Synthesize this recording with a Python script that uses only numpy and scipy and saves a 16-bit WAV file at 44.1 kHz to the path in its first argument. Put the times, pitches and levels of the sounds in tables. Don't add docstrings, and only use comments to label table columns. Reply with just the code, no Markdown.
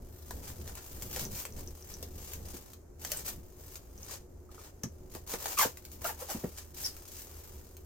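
import sys
import numpy as np
from scipy import signal
from scipy.fft import rfft, irfft
from scipy.io import wavfile
from scipy.ndimage import uniform_filter1d

SR = 44100
rng = np.random.default_rng(int(sys.argv[2]) if len(sys.argv) > 2 else 0)


def wav_record(signal):
    frames = np.transpose(np.atleast_2d(signal))
    bounded = np.clip(frames, -1, 1)
    quanta = np.round(bounded * 32767).astype(np.int16)
    wavfile.write(sys.argv[1], SR, quanta)


N = 346533
TIME = np.arange(N) / SR


def from_db(db):
    return 10 ** (np.asarray(db) / 20)


def rms_one(x):
    return x / np.sqrt(np.mean(x ** 2) + 1e-20)


def in_time(rows):
    return np.interp(TIME, *np.transpose(rows))


def drift(rate):
    steps = rng.standard_normal(N // 20)
    return rms_one(np.interp(TIME * rate, np.arange(len(steps)), steps))


def convolve(x, response):
    return signal.oaconvolve(np.atleast_2d(x), np.atleast_2d(response), axes=1)[:, :N]


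def colour(spectrum, size=4096):
    hz, db = np.transpose(spectrum)
    log_bins = np.log(np.maximum(np.fft.rfftfreq(size, 1 / SR), 1))
    gains = from_db(np.interp(log_bins, np.log(hz), db))
    cepstrum = irfft(np.log(gains))
    cepstrum[1:size // 2] *= 2
    cepstrum[size // 2 + 1:] = 0
    response = irfft(np.exp(rfft(cepstrum)))
    return response / np.linalg.norm(response)


def resonance(x, hz, width_hz):
    r = np.exp(-np.pi * width_hz / SR)
    feedback = [1, -2 * r * np.cos(2 * np.pi * hz / SR), r * r]
    return signal.lfilter(np.array([1, 0, -1]) * (1 - r * r) / 2, feedback, x + 1e-18)


def dull(x, hz):
    r = np.exp(-2 * np.pi * hz / SR)
    return signal.lfilter([1 - r], [1, -r], x)


def shelf(x, hz, gain_db):
    sections = (signal.butter(2, hz, kind, fs=SR, output="sos") for kind in ("low", "high"))
    low, high = (signal.sosfilt(np.tile(sos, (2, 1)), x) for sos in sections)
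    return low + from_db(gain_db) * high


def diffuse_field(size, alike_below_hz):
    mid, side = rng.standard_normal((2, size))
    side = signal.sosfilt(signal.butter(1, alike_below_hz, "high", fs=SR, output="sos"), side)
    return np.array([mid + side, mid - side])


def coloured_noise(spectrum):
    return rms_one(convolve(diffuse_field(N, alike_below_hz=730), colour(spectrum)))


ROOM = {"early_s": 0.084, "tail_db": -6.5, "tail_s": 0.17, "wall_hz": 8500}
def room_response(wet_db, size=12000):
    t = np.arange(size) / SR
    direct = np.arange(size) == rng.integers(0, 7, (2, 1))
    echoes = diffuse_field(size, alike_below_hz=360)
    early = echoes * from_db(-60 * t / ROOM["early_s"]) * (t > .0005)
    tail = dull(echoes[:, ::-1], ROOM["wall_hz"]) * from_db(-60 * t / ROOM["tail_s"]) * (t > .008)
    reflections = rms_one(early) + from_db(ROOM["tail_db"]) * rms_one(tail)
    return direct + from_db(wet_db) * reflections / np.sqrt(size)


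def add(out, start_s, sound, wet_db):
    heard = signal.fftconvolve(sound[None], room_response(wet_db), axes=1)
    at = int(start_s * SR)
    out[:, at:at + heard.shape[1]] += heard[:, :N - at]


# (frequency [Hz], relative level [dB])
RUMBLE_SPECTRUM = [(22, -8), (48, -12), (70, -1), (110, -13.5), (500, -25.5), (2500, -63.5)]
# (time [s], level [dB])
RUMBLE_ENVELOPE = [(0, -51.5), (1.33, -45.5), (1.55, -52), (2.5, -53), (2.85, -62.5), (3.17, -49.5),
                   (3.5, -59), (5.65, -56), (7.86, -60.5)]
def bowl_rumble():
    lumps_db = 4 * drift(8.3)
    return from_db(in_time(RUMBLE_ENVELOPE) + lumps_db) * coloured_noise(RUMBLE_SPECTRUM)


# (frequency [Hz], resonator bandwidth [Hz], level [dB])
HUM_BANDS = [(77.4, 7.7, -56), (362.5, 21.4, -63.5), (7030, 89, -84.5)]
def appliance_hum():
    noise = diffuse_field(N, alike_below_hz=500)
    return sum(from_db(db) * rms_one(resonance(resonance(noise, hz, width), hz, width))
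               for hz, width, db in HUM_BANDS)


# (frequency [Hz], relative level [dB])
AIR_SPECTRUM = [(20, -10.5), (50, 1.5), (100, -7), (170, -15.5), (400, -12), (730, -24), (2140, -41),
                (3420, -52.5), (6440, -38), (10600, -47), (14300, -40), (16000, -62)]
def room_air():
    return from_db(-55) * coloured_noise(AIR_SPECTRUM)


# (time [s], level [dB])
SETTLING_ENVELOPE = [(0, -66), (.3, -54.5), (1.52, -58.5), (1.9, -55.5), (2.1, -58.5), (2.7, -57.5),
                     (2.85, -79), (3.35, -63.5), (3.92, -64.5), (4.06, -51.5), (4.24, -74.5), (6.15, -58.5),
                     (6.38, -49), (6.67, -62), (6.95, -55.5), (7.45, -54), (7.86, -66.5)]
# (time [s], duration [s], level [dB], drumming [dB], sheen [dB])
HAND_STROKES = [(0.433, 0.055, -44, -7.5, -4), (0.658, 0.034, -49, -4, -5), (0.76, 0.017, -46, -2, -10),
                (0.823, 0.35, -49, -9, 2), (1.13, 0.094, -37.5, -12, -4), (1.315, 0.087, -39, -14, 0.5),
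                (1.562, 0.027, -47, -6.5, -2), (1.888, 0.018, -46, -10.5, -3),
                (2.154, 0.18, -46, -11.5, -3), (2.436, .13, -46.5, -11, -3), (3.006, 0.19, -42.5, -10, -2),
                (3.255, 0.025, -35, -12.5, 0.5), (3.58, .178, -53, -8, 1), (4.085, 0.042, -38.5, -11, -7.5),
                (4.514, 0.15, -51.5, -5, -6), (5.109, 0.051, -48.5, -10, -3), (5.278, 0.05, -37, -9, -2),
                (5.391, .14, -38.5, -7, -1.5), (5.586, 0.017, -19, -18, -2.5),
                (5.911, 0.011, -49, -17.5, 2), (6.025, 0.051, -36.5, -4, 0.5),
                (6.187, 0.028, -43.5, -4, 0.5), (6.277, 0.035, -34.5, -10, -5),
                (6.567, 0.011, -40, -13, -6.5), (6.753, 0.11, -39, -16.5, -2),
                (7.067, .144, -46.5, -18, -1.5)]
def handwork():
    grip_db_per_s, swell_db, release_db_per_s = 890, 5.5, 331.5
    settling_drum_db, settling_sheen_db = -7, -0.5
    power = from_db(in_time(SETTLING_ENVELOPE)) ** 2
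    drum, sheen = power * settling_drum_db, power * settling_sheen_db
    for start, length, db, drum_db, sheen_db in HAND_STROKES:
        span = slice(max(int((start - .1) * SR), 0), int((start + length + .25) * SR))
        t = TIME[span] - start
        grip = grip_db_per_s * np.minimum(t, 0)
        tightening = -swell_db * np.clip(1 - t / length, 0, 1)
        release = -release_db_per_s * np.maximum(t - length, 0)
        stroke = from_db(db + grip + tightening + release) ** 2
        power[span] += stroke
        drum[span] += stroke * drum_db
        sheen[span] += stroke * sheen_db
    return 10 * np.log10(power), drum / power, sheen / power


def buckling_clicks(level_db):
    effort_db = .62 * (level_db - level_db.mean())
    clumps_db = 5.5 * drift(110)
    clicks_per_s = 600 * from_db(effort_db + clumps_db)
    sizes = from_db(5 * np.minimum(rng.exponential(1, N), 4)) * rng.choice([-1, 1], N)
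    clicks = sizes * (rng.random(N) < clicks_per_s / SR)
    window = 0.025 * SR
    power = uniform_filter1d(uniform_filter1d(clicks ** 2, int(window)), int(window / 2))
    return clicks * from_db(level_db) / np.sqrt(np.abs(power) + 1e-4)


def facets(clicks, count=9):
    turns = np.array([drift(25) for _ in range(count)])
    active_facet = np.argmax(turns + rng.standard_normal((count, N)), axis=0)
    out = 0
    for k, hz in enumerate(np.geomspace(1800, 15000, count)):
        own = clicks * (active_facet == k)
        ring = from_db(-5) * resonance(own, hz, width_hz=hz * 0.12)
        out = out + convolve(own + ring, room_response(wet_db=4.5))
    return out


# (frequency [Hz], relative level [dB])
CREASE_SPECTRUM = [(700, -14), (1500, -4), (3600, -3), (5000, 0.5), (6500, 3.5), (8200, 0.5), (10600, -2),
                   (12500, 4), (14500, 7.5), (16000, -2)]
# (frequency [Hz], relative level [dB])
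SHEET_SPECTRUM = [(200, -16), (450, 8.5), (1100, 5.5), (1600, 2.5), (2400, -3.5), (6000, -12.5)]
def film_radiation(clicks, drum_db, crease_db, sheet_db):
    creases = from_db(crease_db) * convolve(clicks, colour(CREASE_SPECTRUM))
    sheet = from_db(sheet_db) * convolve(clicks * from_db(drum_db), colour(SHEET_SPECTRUM))
    return creases + sheet


def crackle():
    level_db, drum_db, sheen_db = handwork()
    clicks = facets(buckling_clicks(level_db))
    swarm = film_radiation(clicks, drum_db, crease_db=-6, sheet_db=-7)
    return shelf(swarm, hz=10000, gain_db=sheen_db)


def stick_slip(rows, jitter_hz, jitter_rate, rough_db, wet_db, harmonics=1, overtone_db=0):
    out, jitter = np.zeros((2, N)), jitter_hz * drift(jitter_rate)
    gains = [from_db(overtone_db * k + rough_db * drift(450)) for k in range(harmonics)]
    for start, length, start_hz, end_hz, db in rows:
        progress = np.linspace(0, 1, int(length * SR))
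        span = slice(int(start * SR), int(start * SR) + len(progress))
        hz = start_hz + (end_hz - start_hz) * progress + jitter[span]
        phase = 2 * np.pi * np.cumsum(hz) / SR
        tone = sum(gains[k][span] * np.sin((k + 1) * phase)
                   for k in range(harmonics) if (k + 1) * start_hz < SR / 2)
        arch = 2 * np.sqrt(progress * (1 - progress))
        add(out, start, from_db(db) * tone * arch, wet_db)
    return out


# (time [s], duration [s], start pitch [Hz], end pitch [Hz], level [dB])
RIM_SLIDES = [(.1, 0.13, 13770, 14400, -62), (2.115, 0.091, 13700, 14000, -57)]
def whistles():
    return stick_slip(RIM_SLIDES, jitter_hz=70, jitter_rate=45, rough_db=2, wet_db=-6)


# (time [s], relative level [dB], drumming [dB])
CREASE_SNAPS = [(0.3083, -32.5, 2), (.614, -41, -22), (.677, -34, -17), (0.753, -33, -12),
                (1.0225, -28, -13), (1.112, -33.5, -12), (1.129, -30.5, -14), (1.162, -25.5, -4),
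                (1.1947, -26.5, -12), (1.4525, -28, -3), (2.0276, -29.5, -6), (2.335, -30.5, -17),
                (2.734, -40, -14), (3.049, -25, -8), (3.1181, -20.5, -24), (3.7563, -32, -14),
                (4.8343, -34, 6), (5.15, -34.5, -6), (5.3378, -27.5, 2.5), (5.458, -24.5, 1.5),
                (5.772, -35.5, -10), (5.851, -35.5, -20), (6.967, -37.5, -6), (7.768, -40.5, -17)]
def snaps(flutter_t60_s=0.018):
    out, t = np.zeros((2, N)), np.arange(SR // 20) / SR
    impulse = t == 0
    for start, db, _ in CREASE_SNAPS:
        flutter = rng.standard_normal(len(t)) * from_db(-60 * t / flutter_t60_s)
        snap = impulse + 1.19 * flutter / np.linalg.norm(flutter)
        add(out, start, from_db(db) * snap, wet_db=0)
    drum_db = in_time([(start, drum) for start, _, drum in CREASE_SNAPS])
    return film_radiation(dull(out, hz=8500), drum_db, crease_db=12, sheet_db=7)


# (frequency [Hz], relative level [dB])
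BODY_MODES = [(122.7, 5), (177, 1), (222.4, 1), (266, -6.5), (364, -2), (505, 1), (798, -7), (1150, -27)]
# (time [s], level over the first 20 ms [dB], contact pitch [Hz])
CONTACTS = [(.495, -48, 130), (1.169, -45.5, 700), (1.214, -45.5, 167), (1.251, -44.5, 205),
            (2.539, -45.5, 238), (4.837, -37, 165), (5.149, -43.5, 367), (5.338, -42, 860),
            (6.346, -38, 225), (6.436, -32.5, 294)]
def bumps(lowest_t60_s=0.11, falloff_db_per_octave=10):
    out, t = np.zeros((2, N)), np.arange(SR // 2) / SR
    hz, mode_db = np.transpose(BODY_MODES)[:, :, None]
    decays = from_db(-60 * t / lowest_t60_s * np.sqrt(hz / hz[0]))
    for start, db, pitch_hz in CONTACTS:
        gains = from_db(mode_db - falloff_db_per_octave * np.abs(np.log2(hz / pitch_hz)))
        signs = rng.choice([-1, 1], hz.shape)
        ring = np.sum(gains * signs * np.sin(2 * np.pi * hz * t) * decays, axis=0)
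        burst = dull(rng.standard_normal(len(t)), pitch_hz * 2) * from_db(-60 * t / 0.09)
        knock = resonance(burst, pitch_hz * 1.3, width_hz=pitch_hz)
        cushion = 1 - np.exp(-t * pitch_hz)
        hit = (rms_one(ring) + from_db(-4.5) * rms_one(knock)) * cushion
        add(out, start, from_db(db) * hit / hit[t < .02].std(), wet_db=-5)
    return out


# (time [s], level [dB], frequency [Hz])
PATCH_POPS = [(1.252, -27, 6050), (1.524, -40, 5950), (1.675, -33, 6040), (1.8245, -39.5, 5800),
              (1.94, -31, 5880), (3.118, -37.5, 588), (3.172, -22, 8170), (3.978, -41.5, 6020),
              (4.031, -33, 6220), (4.096, -46, 1090), (4.491, -52.5, 1220), (4.58, -45.5, 1270),
              (4.648, -49, 6170), (4.8357, -22.5, 6080)]
def ticks(rise_cycles=1.7):
    out, t = np.zeros((2, N)), np.arange(SR // 20) / SR
    for start, db, hz in PATCH_POPS:
        age = t * hz / rise_cycles
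        envelope = age * np.exp(1 - age)
        add(out, start, from_db(db) * envelope * np.sin(2 * np.pi * hz * t), wet_db=-3)
    return out


# (time [s], duration [s], start pitch [Hz], end pitch [Hz], level [dB])
FILM_PULLS = [(3.131, 0.025, 1510, 1490, -48.5), (5.572, 0.015, 1280, 1240, -32.5),
              (5.591, 0.0095, 1154, 1200, -25), (5.605, 0.015, 1047, 910, -25),
              (5.611, 0.042, 1798, 1394, -35), (5.619, 0.025, 779, 892, -30),
              (5.646, 0.01706, 852, 130, -31.5), (6.044, 0.015, 1494, 1360, -37),
              (6.045, 0.011, 736, 696, -34.5), (6.084, 0.028, 944, 820, -38.5),
              (6.216, 0.019, 523, 550, -41.5), (6.286, 0.04, 863, 494, -41)]
def squeals():
    return stick_slip(FILM_PULLS, jitter_hz=79, jitter_rate=1100, rough_db=3, wet_db=-3.5,
                      harmonics=3, overtone_db=-8.5)


# (time [s], duration [s], start pitch [Hz], end pitch [Hz], level [dB])
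FINGER_RUBS = [(6.84, 0.015, 5560, 5060, -33), (6.85, 0.021, 6000, 4660, -32.5)]
def chirps():
    return stick_slip(FINGER_RUBS, jitter_hz=280, jitter_rate=2500, rough_db=2.5, wet_db=-1.5,
                      harmonics=2, overtone_db=-8)


def scene():
    leftward = from_db([[1], [-1]])
    bright = crackle() + whistles() + snaps() + ticks() + chirps()
    return bowl_rumble() + appliance_hum() + room_air() + leftward * bright + bumps() + squeals()


def record(dry):
    return signal.sosfilt(signal.ellip(12, .2, 80, 16000, fs=SR, output="sos"), dry)


dry = scene()
out = record(dry)
wav_record(out)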